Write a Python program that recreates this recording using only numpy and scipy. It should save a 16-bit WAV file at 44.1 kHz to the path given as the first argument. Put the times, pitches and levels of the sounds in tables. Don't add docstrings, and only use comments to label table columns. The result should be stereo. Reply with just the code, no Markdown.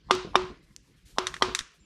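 import sys
import numpy as np
from scipy import signal
from scipy.fft import rfft, irfft, next_fast_len
from scipy.io import wavfile
from scipy.ndimage import uniform_filter1d, map_coordinates

SR = 44100
rng = np.random.default_rng(int(sys.argv[2]) if len(sys.argv) > 2 else 0)


def store_pcm(level_fs):
    pcm = np.round(np.clip(level_fs, -1, 1) * 32767).astype(np.int16)
    wavfile.write(sys.argv[1], SR, np.atleast_2d(pcm).T)


def ratio_of_db(decibels):
    return 10 ** (np.asarray(decibels, float) / 20)


N = 81585


def unit(x):
    return x / np.sqrt(np.mean(x ** 2) + 1e-20)


def peak(x):
    return x / np.abs(x).max()


def along(points, hz):
    f, v = np.transpose(points)
    return np.interp(np.log(hz + 1), np.log(f + 1), v)


def curve(rows):
    s, value = np.transpose(rows)
    return np.interp(np.arange(N) / SR, s, value)


def wobble(rate_hz):
    knots = rng.standard_normal(int(N * rate_hz / SR) + 4)
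    return map_coordinates(knots, [np.arange(N) * rate_hz / SR])


def onset(t, rise_s, power=1):
    return 1 - np.exp(-(t / rise_s) ** power)


def filtered(x, response):
    m = next_fast_len(x.shape[-1] + 8192)
    return irfft(rfft(x, m) * response(np.fft.rfftfreq(m, 1 / SR)), m)[..., :x.shape[-1]]


def low_cut(f, hz, order):
    return (1j * f / (hz + 1j * f)) ** order


def body(peaks, f, tilt_db):
    total = 0
    for k, (hz, width_hz, db) in enumerate(peaks):
        gain = (-1) ** k * ratio_of_db(db + tilt_db * np.log2(hz / 1000))
        total = total + gain * 1j * f * width_hz / (hz * hz - f * f + 1j * f * width_hz)
    return total


def hiss(t, spectrum, tilt_db):
    noise = rng.standard_normal(len(t))
    return unit(filtered(noise, lambda f: ratio_of_db(along(spectrum, f) + tilt_db * np.log2((f + 1) / 1000))))


# (frequency [Hz], t60 [s])
SHOP_T60 = [(150, 0.15), (1000, 0.45), (4000, 0.51), (9000, 0.32), (15000, 0.075)]


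def add(mix, s, sound, pan_db, tail_db, tone):
    tail_hold_s, tail_cut_db_s, streak_db, tail_alike = 0.15, 151.5, 0.8, 0.7
    lag_s, bench_s, bench_db = 1.6e-5, 0.0018, -16.5
    hz, t, z = signal.stft(rng.standard_normal((2, SR // 2)), SR, nperseg=256)
    fade_db = -60 * t / along(SHOP_T60, hz)[:, None] - tail_cut_db_s * np.maximum(t - tail_hold_s, 0)
    streaks = uniform_filter1d(rng.standard_normal(fade_db.shape), size=2, axis=0)
    fade_db += streak_db * unit(uniform_filter1d(streaks, size=8, axis=1))
    colour = unit(ratio_of_db(along(tone, hz)))[:, None]
    a, b = signal.istft(z * ratio_of_db(fade_db) * colour, SR, nperseg=256)[1]
    turn = np.arccos(tail_alike) / 2
    mid, diff = np.cos(turn) * a, np.sin(turn) * b
    out = ratio_of_db(tail_db) * np.array([mid + diff, mid - diff])
    out *= onset(np.arange(out.shape[1]) / SR, 0.001)

    side = np.array([[1], [-1]])

    def ports(f):
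        bounce = 1 + side * ratio_of_db(bench_db) * np.exp(-2j * np.pi * f * bench_s)
        return np.exp(-1j * np.pi * f * lag_s * side) * bounce

    out[:, :len(sound)] += filtered(np.array([sound, sound]), ports)
    spot = mix[:, round(s * SR):][:, :out.shape[1]]
    spot += ratio_of_db([[pan_db / 2], [-pan_db / 2]]) * out[:, :spot.shape[1]]


# (frequency [Hz], correlation [-])
ALIKENESS = [(60, 0.98), (240, 0.82), (950, 0.17), (3770, 0.71), (15000, 0.48)]


def rush(spectrum, patchy_db):
    z = signal.stft(rng.standard_normal((2, N + 512)), nperseg=512)[2]
    patches = uniform_filter1d(rng.standard_normal(z.shape[1:]), size=6, axis=0)
    patches = unit(uniform_filter1d(patches, size=8, axis=1))
    pair = signal.istft(z * ratio_of_db(patchy_db * patches), nperseg=512)[1][:, :N]

    def mid_side(f):
        turn = np.arccos(np.clip(along(ALIKENESS, f), -1, 1)) / 2
        return ratio_of_db(along(spectrum, f)) * np.array([np.cos(turn), np.sin(turn)])

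    mid, side = filtered(pair, mid_side)
    return unit(np.array([mid + side, mid - side]))


def push(t, length_s):
    return np.sin(np.pi * np.clip(t / length_s, 0, 1)) ** 2


def casing_ring(t, modes):
    late_s = 0.00042
    ring = filtered(push(t, 0.000084), lambda f: body(modes, f, 0) * np.exp(-2j * np.pi * f * late_s))
    return ratio_of_db(-5) * peak(ring * onset(t, 0.0011, 2))


def rubber_slap(t):
    slap_hz, width_hz, contact_s = 1100, 1150, 0.00064
    return peak(filtered(push(t, contact_s), lambda f: body([(slap_hz, width_hz, 0)], f, 0) ** 2))


# (frequency [Hz], density [dB per Hz])
CRACK_SPECTRUM = [(880, -35), (1500, -5), (5540, -7), (6960, -20.5), (9470, -20.5), (14500, -44.5),
                  (16000, -72.5)]


def crack(t, tilt_db):
    level_db, t60_s = -9, 0.024
    return hiss(t, CRACK_SPECTRUM, tilt_db) * ratio_of_db(level_db - 60 * t / t60_s) * onset(t, 0.0027, 2)


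def rubber_thump(t):
    level_db, thump_hz, sag_hz, sag_s, t60_s = -6, 217, 500, 0.0014, 0.014
    cycles = thump_hz * t + sag_hz * sag_s * onset(t, sag_s)
    return -ratio_of_db(level_db) * np.sin(2 * np.pi * cycles) * ratio_of_db(-60 * t / t60_s) * onset(t, 0.0013, 2)


def casing_hum(t, db):
    hum_hz, t60_s, lasts_s, damp_t60_s = 368.3, 0.36, 0.14, 0.16
    fade_db = -60 * t / t60_s - 60 * np.maximum(t - lasts_s, 0) / damp_t60_s
    return np.sin(2 * np.pi * hum_hz * t) * onset(t, 0.0043) * ratio_of_db(db + fade_db)


# (time [s], peak [dB], brightness [dB per octave], hum [dB], slap [dB])
BLOW_EVENTS = [
    (0.1088, -9, 1.5, -20.5, 0),
    (0.355, -10, -0.5, -20.5, 3.5),
    (1.184, -13.5, 0, -29.5, -1.5),
    (1.4220, -10, 1, -26, -3.5),
]
# (frequency [Hz], width [Hz], level [dB])
SPOT_MODES = [
    [(582, 100, -12), (1007, 37, -12), (1217, 35, -1), (1820, 270, -11), (2080, 190, -11.5),
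     (2830, 110, -11.5), (3457, 140, -5), (4310, 71, -11.5), (5170, 200, -20.5), (4980, 120, -19),
     (7950, 200, -28.5)],
    [(600, 150, -16), (1017, 35, -6), (1204, 35, -0.5), (1426, 39, -9), (2390, 74, -5.5), (2976, 150, -6.5),
     (3630, 120, -3), (4430, 140, -19.5), (5330, 320, -13), (7320, 340, -26), (9500, 200, -31)],
    [(741, 40, -12), (1008, 35, -8), (1105, 9.1, -7.5), (1520, 140, -16), (1945, 160, -11.5),
     (2700, 86, -16.5), (3596, 590, -4), (5125, 140, -7), (5837, 240, -12), (6820, 180, -13.5),
     (7700, 400, -19)],
    [(830, 28, -25.5), (926, 60, -3.5), (1220, 35, 3.5), (1966, 110, -1), (3212, 154, 3.5), (4100, 250, -4),
     (4520, 140, -4.5), (5640, 68, -4.5), (6550, 280, -26), (7700, 100, -14), (9700, 390, -39.5)],
]
# (frequency [Hz], density [dB per Hz])
BLOW_TAIL_SPECTRUM = [(260, -28), (450, -0.5), (586, -16), (1100, -2), (1710, -15.5), (3610, -16.5),
                      (6000, -25), (9500, -39), (11500, -52), (15000, -69)]


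def mallet():
    pan_db, wet_db, low_cut_hz = -2.4, -19.5, 29
    tail_tilt = 1.57
    mix = np.zeros((2, N))
    t, long = np.arange(SR // 15) / SR, np.arange(SR // 3) / SR
    for (s, db, tilt_db, hum_db, slap_db), modes in zip(BLOW_EVENTS, SPOT_MODES):
        blow = ratio_of_db(slap_db) * rubber_slap(t) + casing_ring(t, modes)
        blow = blow + crack(t, tilt_db) + rubber_thump(t)
        blow = filtered(blow, lambda f: low_cut(f, low_cut_hz, 2))
        tone = [(hz, g + tilt_db * tail_tilt * np.log2(hz / 1000)) for hz, g in BLOW_TAIL_SPECTRUM]
        add(mix, s, ratio_of_db(db + 6.5) * blow, pan_db, db + wet_db, tone)
        mix[:, round(s * SR):][:, :len(long)] += casing_hum(long, hum_db)
    return mix


# (time [s], peak [dB], brightness [dB per octave], left-right [dB], lowest mode [dB])
CLACK_EVENTS = [
    (1.2690, -21, -3, 0, 3),
    (1.3408, -28.5, -5, -1, 8),
    (1.3654, -36.5, -5, 1, 13),
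    (1.5489, -18, 0.5, 0, 7),
    (1.5901, -22.5, -1.5, -1.5, -4.5),
    (1.608, -34.5, -6.5, 1.5, 2),
]
# (frequency [Hz], width [Hz], level [dB])
BIT_MODES = [(1885, 830, 0.5), (3710, 466, 2), (4670, 500, -18), (5980, 640, 3), (7390, 580, 0),
             (9840, 600, -3.5), (13500, 1500, -19)]
# (frequency [Hz], density [dB per Hz])
SNAP_SPECTRUM = [(700, -40), (1200, -3.5), (3500, -4), (6000, -4), (9100, -8), (14000, -33), (16000, -40.5)]
# (frequency [Hz], density [dB per Hz])
CLACK_TAIL_SPECTRUM = [(470, -36), (800, -24), (1200, -5), (4850, -15), (5760, -8.5), (12500, -29),
                       (15000, -64)]


def clacks():
    snap_db, snap_t60_s, shiver_db, shiver_t60_s, wet_db = -9, 0.013, -17, 0.077, -25
    mix, t = np.zeros((2, N)), np.arange(SR // 20) / SR
    contact = 1.0 * (t == 0)
    for s, db, tilt_db, pan_db, low_db in CLACK_EVENTS:
        modes = [(hz, width, g + low_db * (k == 0)) for k, (hz, width, g) in enumerate(BIT_MODES)]
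        ring = filtered(contact, lambda f: body(modes, f, tilt_db) / (1 + 1j * f / 12000) ** 2)
        ring = peak(ring * onset(t, 0.0019, 2))
        fade = ratio_of_db(snap_db - 60 * t / snap_t60_s) + ratio_of_db(shiver_db - 60 * t / shiver_t60_s)
        snap = hiss(t, SNAP_SPECTRUM, tilt_db) * fade * onset(t, 0.00059)
        add(mix, s, ratio_of_db(db + 7.5) * (ring + snap), pan_db, db + wet_db, CLACK_TAIL_SPECTRUM)
    return mix


# (time [s], peak [dB], brightness [dB per octave], left-right [dB])
TICK_EVENTS = [
    (0.152, -24, 0.5, 1.5),
    (.421, -40, 1, -6),
    (.452, -48, 2, 7.5),
    (0.7636, -27.5, 0, 3.5),
    (1.5873, -30.5, -7.5, -9),
    (1.719, -55, 0, 0.5),
]
# (frequency [Hz], width [Hz], level [dB])
GRAIN_MODES = [(1900, 900, -15), (4300, 900, -5.5), (6000, 4500, 2), (9430, 2000, -11)]
# (frequency [Hz], density [dB per Hz])
GRIT_SPECTRUM = [(900, -51.5), (1400, -15.5), (4300, -12.5), (6000, -2.5), (10200, -17.5), (16000, -54)]


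def grit():
    hiss_db, t60_s, wet_db, cut_hz = -13, 0.0097, -37.5, 1000
    mix, t = np.zeros((2, N)), np.arange(SR // 20) / SR
    contact = 1.0 * (t == 0)
    for s, db, tilt_db, pan_db in TICK_EVENTS:
        chip = peak(filtered(contact, lambda f: (body(GRAIN_MODES, f, tilt_db) / (1 + 1j * f / 11000) ** 3
                                                 * low_cut(f, cut_hz, 3))))
        fizz = hiss(t, GRIT_SPECTRUM, tilt_db) * ratio_of_db(hiss_db - 60 * t / t60_s)
        add(mix, s, ratio_of_db(db) * (chip + fizz), pan_db, db + wet_db, GRIT_SPECTRUM)
    return mix


# (time [s], level [dB], t60 [s])
THUD_EVENTS = [
    (0.137, -34, 0.16),
    (.247, -30.5, 0.096),
    (0.268, -41.5, 0.24),
    (0.385, -44.5, .08),
    (0.499, -40, 0.17),
    (1.359, -51.5, 0.16),
    (1.479, -34, 0.18),
    (1.587, -49, 0.11),
]
# (frequency [Hz], density [dB per Hz])
THUD_SPECTRUM = [(35, -38.5), (70, -2), (200, -2), (330, 0.5), (460, -2.5), (582, -16.5), (700, -9),
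                 (910, -49.5), (1540, -120)]


def thuds():
    out, t = np.zeros(N), np.arange(SR // 5) / SR
    for s, db, t60_s in THUD_EVENTS:
        bump = hiss(t, THUD_SPECTRUM, 0) * ratio_of_db(db - 60 * t / t60_s) * onset(t, 0.0013)
        spot = out[round(s * SR):][:len(t)]
        spot += bump[:len(spot)]
    return out


# (time [s], length [s], level [dB])
STROKES = [
    (0.62, 0.061, -71),
    (0.664, 0.18, -72.5),
    (0.818, 0.2, -71.5),
    (0.958, 0.11, -71),
    (1.051, 0.14, -59.5),
    (1.15, 0.48, -62.5),
    (1.42, .22, -70),
    (1.735, 0.07, -68.5),
]
# (frequency [Hz], density [dB per Hz])
CLOTH_SPECTRUM = [(800, -20), (1500, -4), (4000, -1), (8000, -4), (12500, -8), (14300, -24), (16000, -50)]


def sleeves():
    t, strokes = np.arange(N) / SR, 0
    for s, length_s, db in STROKES:
        strokes = strokes + ratio_of_db(db) * np.sin(np.pi * np.clip((t - s) / length_s, 0, 1) ** 0.53) ** 1.2
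    return strokes * ratio_of_db(1.5 * wobble(60)) * rush(CLOTH_SPECTRUM, patchy_db=-0.5)


def bird():
    start_s, start_hz, fall_hz_s, level_db, rise_s = 1.785, 7400, 3530, -67, 0.019
    t = np.maximum(np.arange(N) / SR - start_s, 0)
    hz = start_hz - fall_hz_s * t + 90 * wobble(400)
    level = ratio_of_db(level_db + 3.6 * wobble(330)) * np.clip(t / rise_s, 0, 1)
    return level * np.sin(2 * np.pi * np.cumsum(hz) / SR)


# (time [s], level [dB])
RUMBLE_LEVEL = [(0.0, -64), (0.148, -54.5), (0.298, -53.5), (0.4, -47), (0.546, -62), (0.824, -66.5),
                (1.06, -65), (1.396, -52), (1.524, -55), (1.756, -65.5), (1.85, -61.5)]
# (frequency [Hz], density [dB per Hz])
RUMBLE_SPECTRUM = [(15, -47), (30, -11.5), (50, -1), (82, -14), (174, -11), (246, -21.5), (285, -16.5),
                   (600, -34), (780, -76), (1320, -120)]


def rumble():
    return ratio_of_db(curve(RUMBLE_LEVEL) + 4.0 + 1.2 * wobble(22)) * rush(RUMBLE_SPECTRUM, patchy_db=3.5)


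# (time [s], gain [dB])
REDUCER_GAIN = [(0, 0), (.08, 7.5), (.5, 14), (.6, 4), (.7, -1), (1.0, 0), (1.75, 5), (1.85, 3.5)]
# (frequency [Hz], density [dB per Hz])
AIR_SPECTRUM = [(240, -33), (400, -5), (852, -11), (935, -8.5), (1580, -5), (1730, -4), (5520, -13),
                (12700, -35.5), (16000, -48.5)]


def shop_air():
    level_db = -72 + 1.0
    return ratio_of_db(level_db + curve(REDUCER_GAIN) + 0.92 * wobble(30)) * rush(AIR_SPECTRUM, patchy_db=3.5)


def scene():
    return mallet() + clacks() + grit() + thuds() + sleeves() + bird() + rumble() + shop_air()


def band_limit(x):
    return signal.sosfilt(signal.butter(12, 16300, fs=SR, output="sos"), x)


# (lead [s], level [dB])
PRE_ECHOES = [(.0103, -21.5), (.021, -36)]


def record(dry):
    pre_hz, pre_width_hz, pre_wide_db = 880, 350, -18
    smear_db, smear_hz, smear_width_hz = -9, 1050, 45
    top = 0.96

    def reducer(f):
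        band = np.exp(-((f - pre_hz) / pre_width_hz) ** 2) + ratio_of_db(pre_wide_db) / (1 + (f / 5000) ** 6)
        early = sum(ratio_of_db(db) * np.exp(2j * np.pi * f * lead_s) for lead_s, db in PRE_ECHOES)
        smear = ratio_of_db(smear_db) / (1 - 1j * (f - smear_hz) / smear_width_hz)
        return 1 + band * early + smear

    x = filtered(dry, reducer)
    x = x / (1 + np.abs(x / top) ** 6) ** (1 / 6)
    mix = filtered(x, lambda f: 1 / (1 + (f / 15700) ** 24))
    return band_limit(mix)


dry = scene()
out = record(dry)
store_pcm(out)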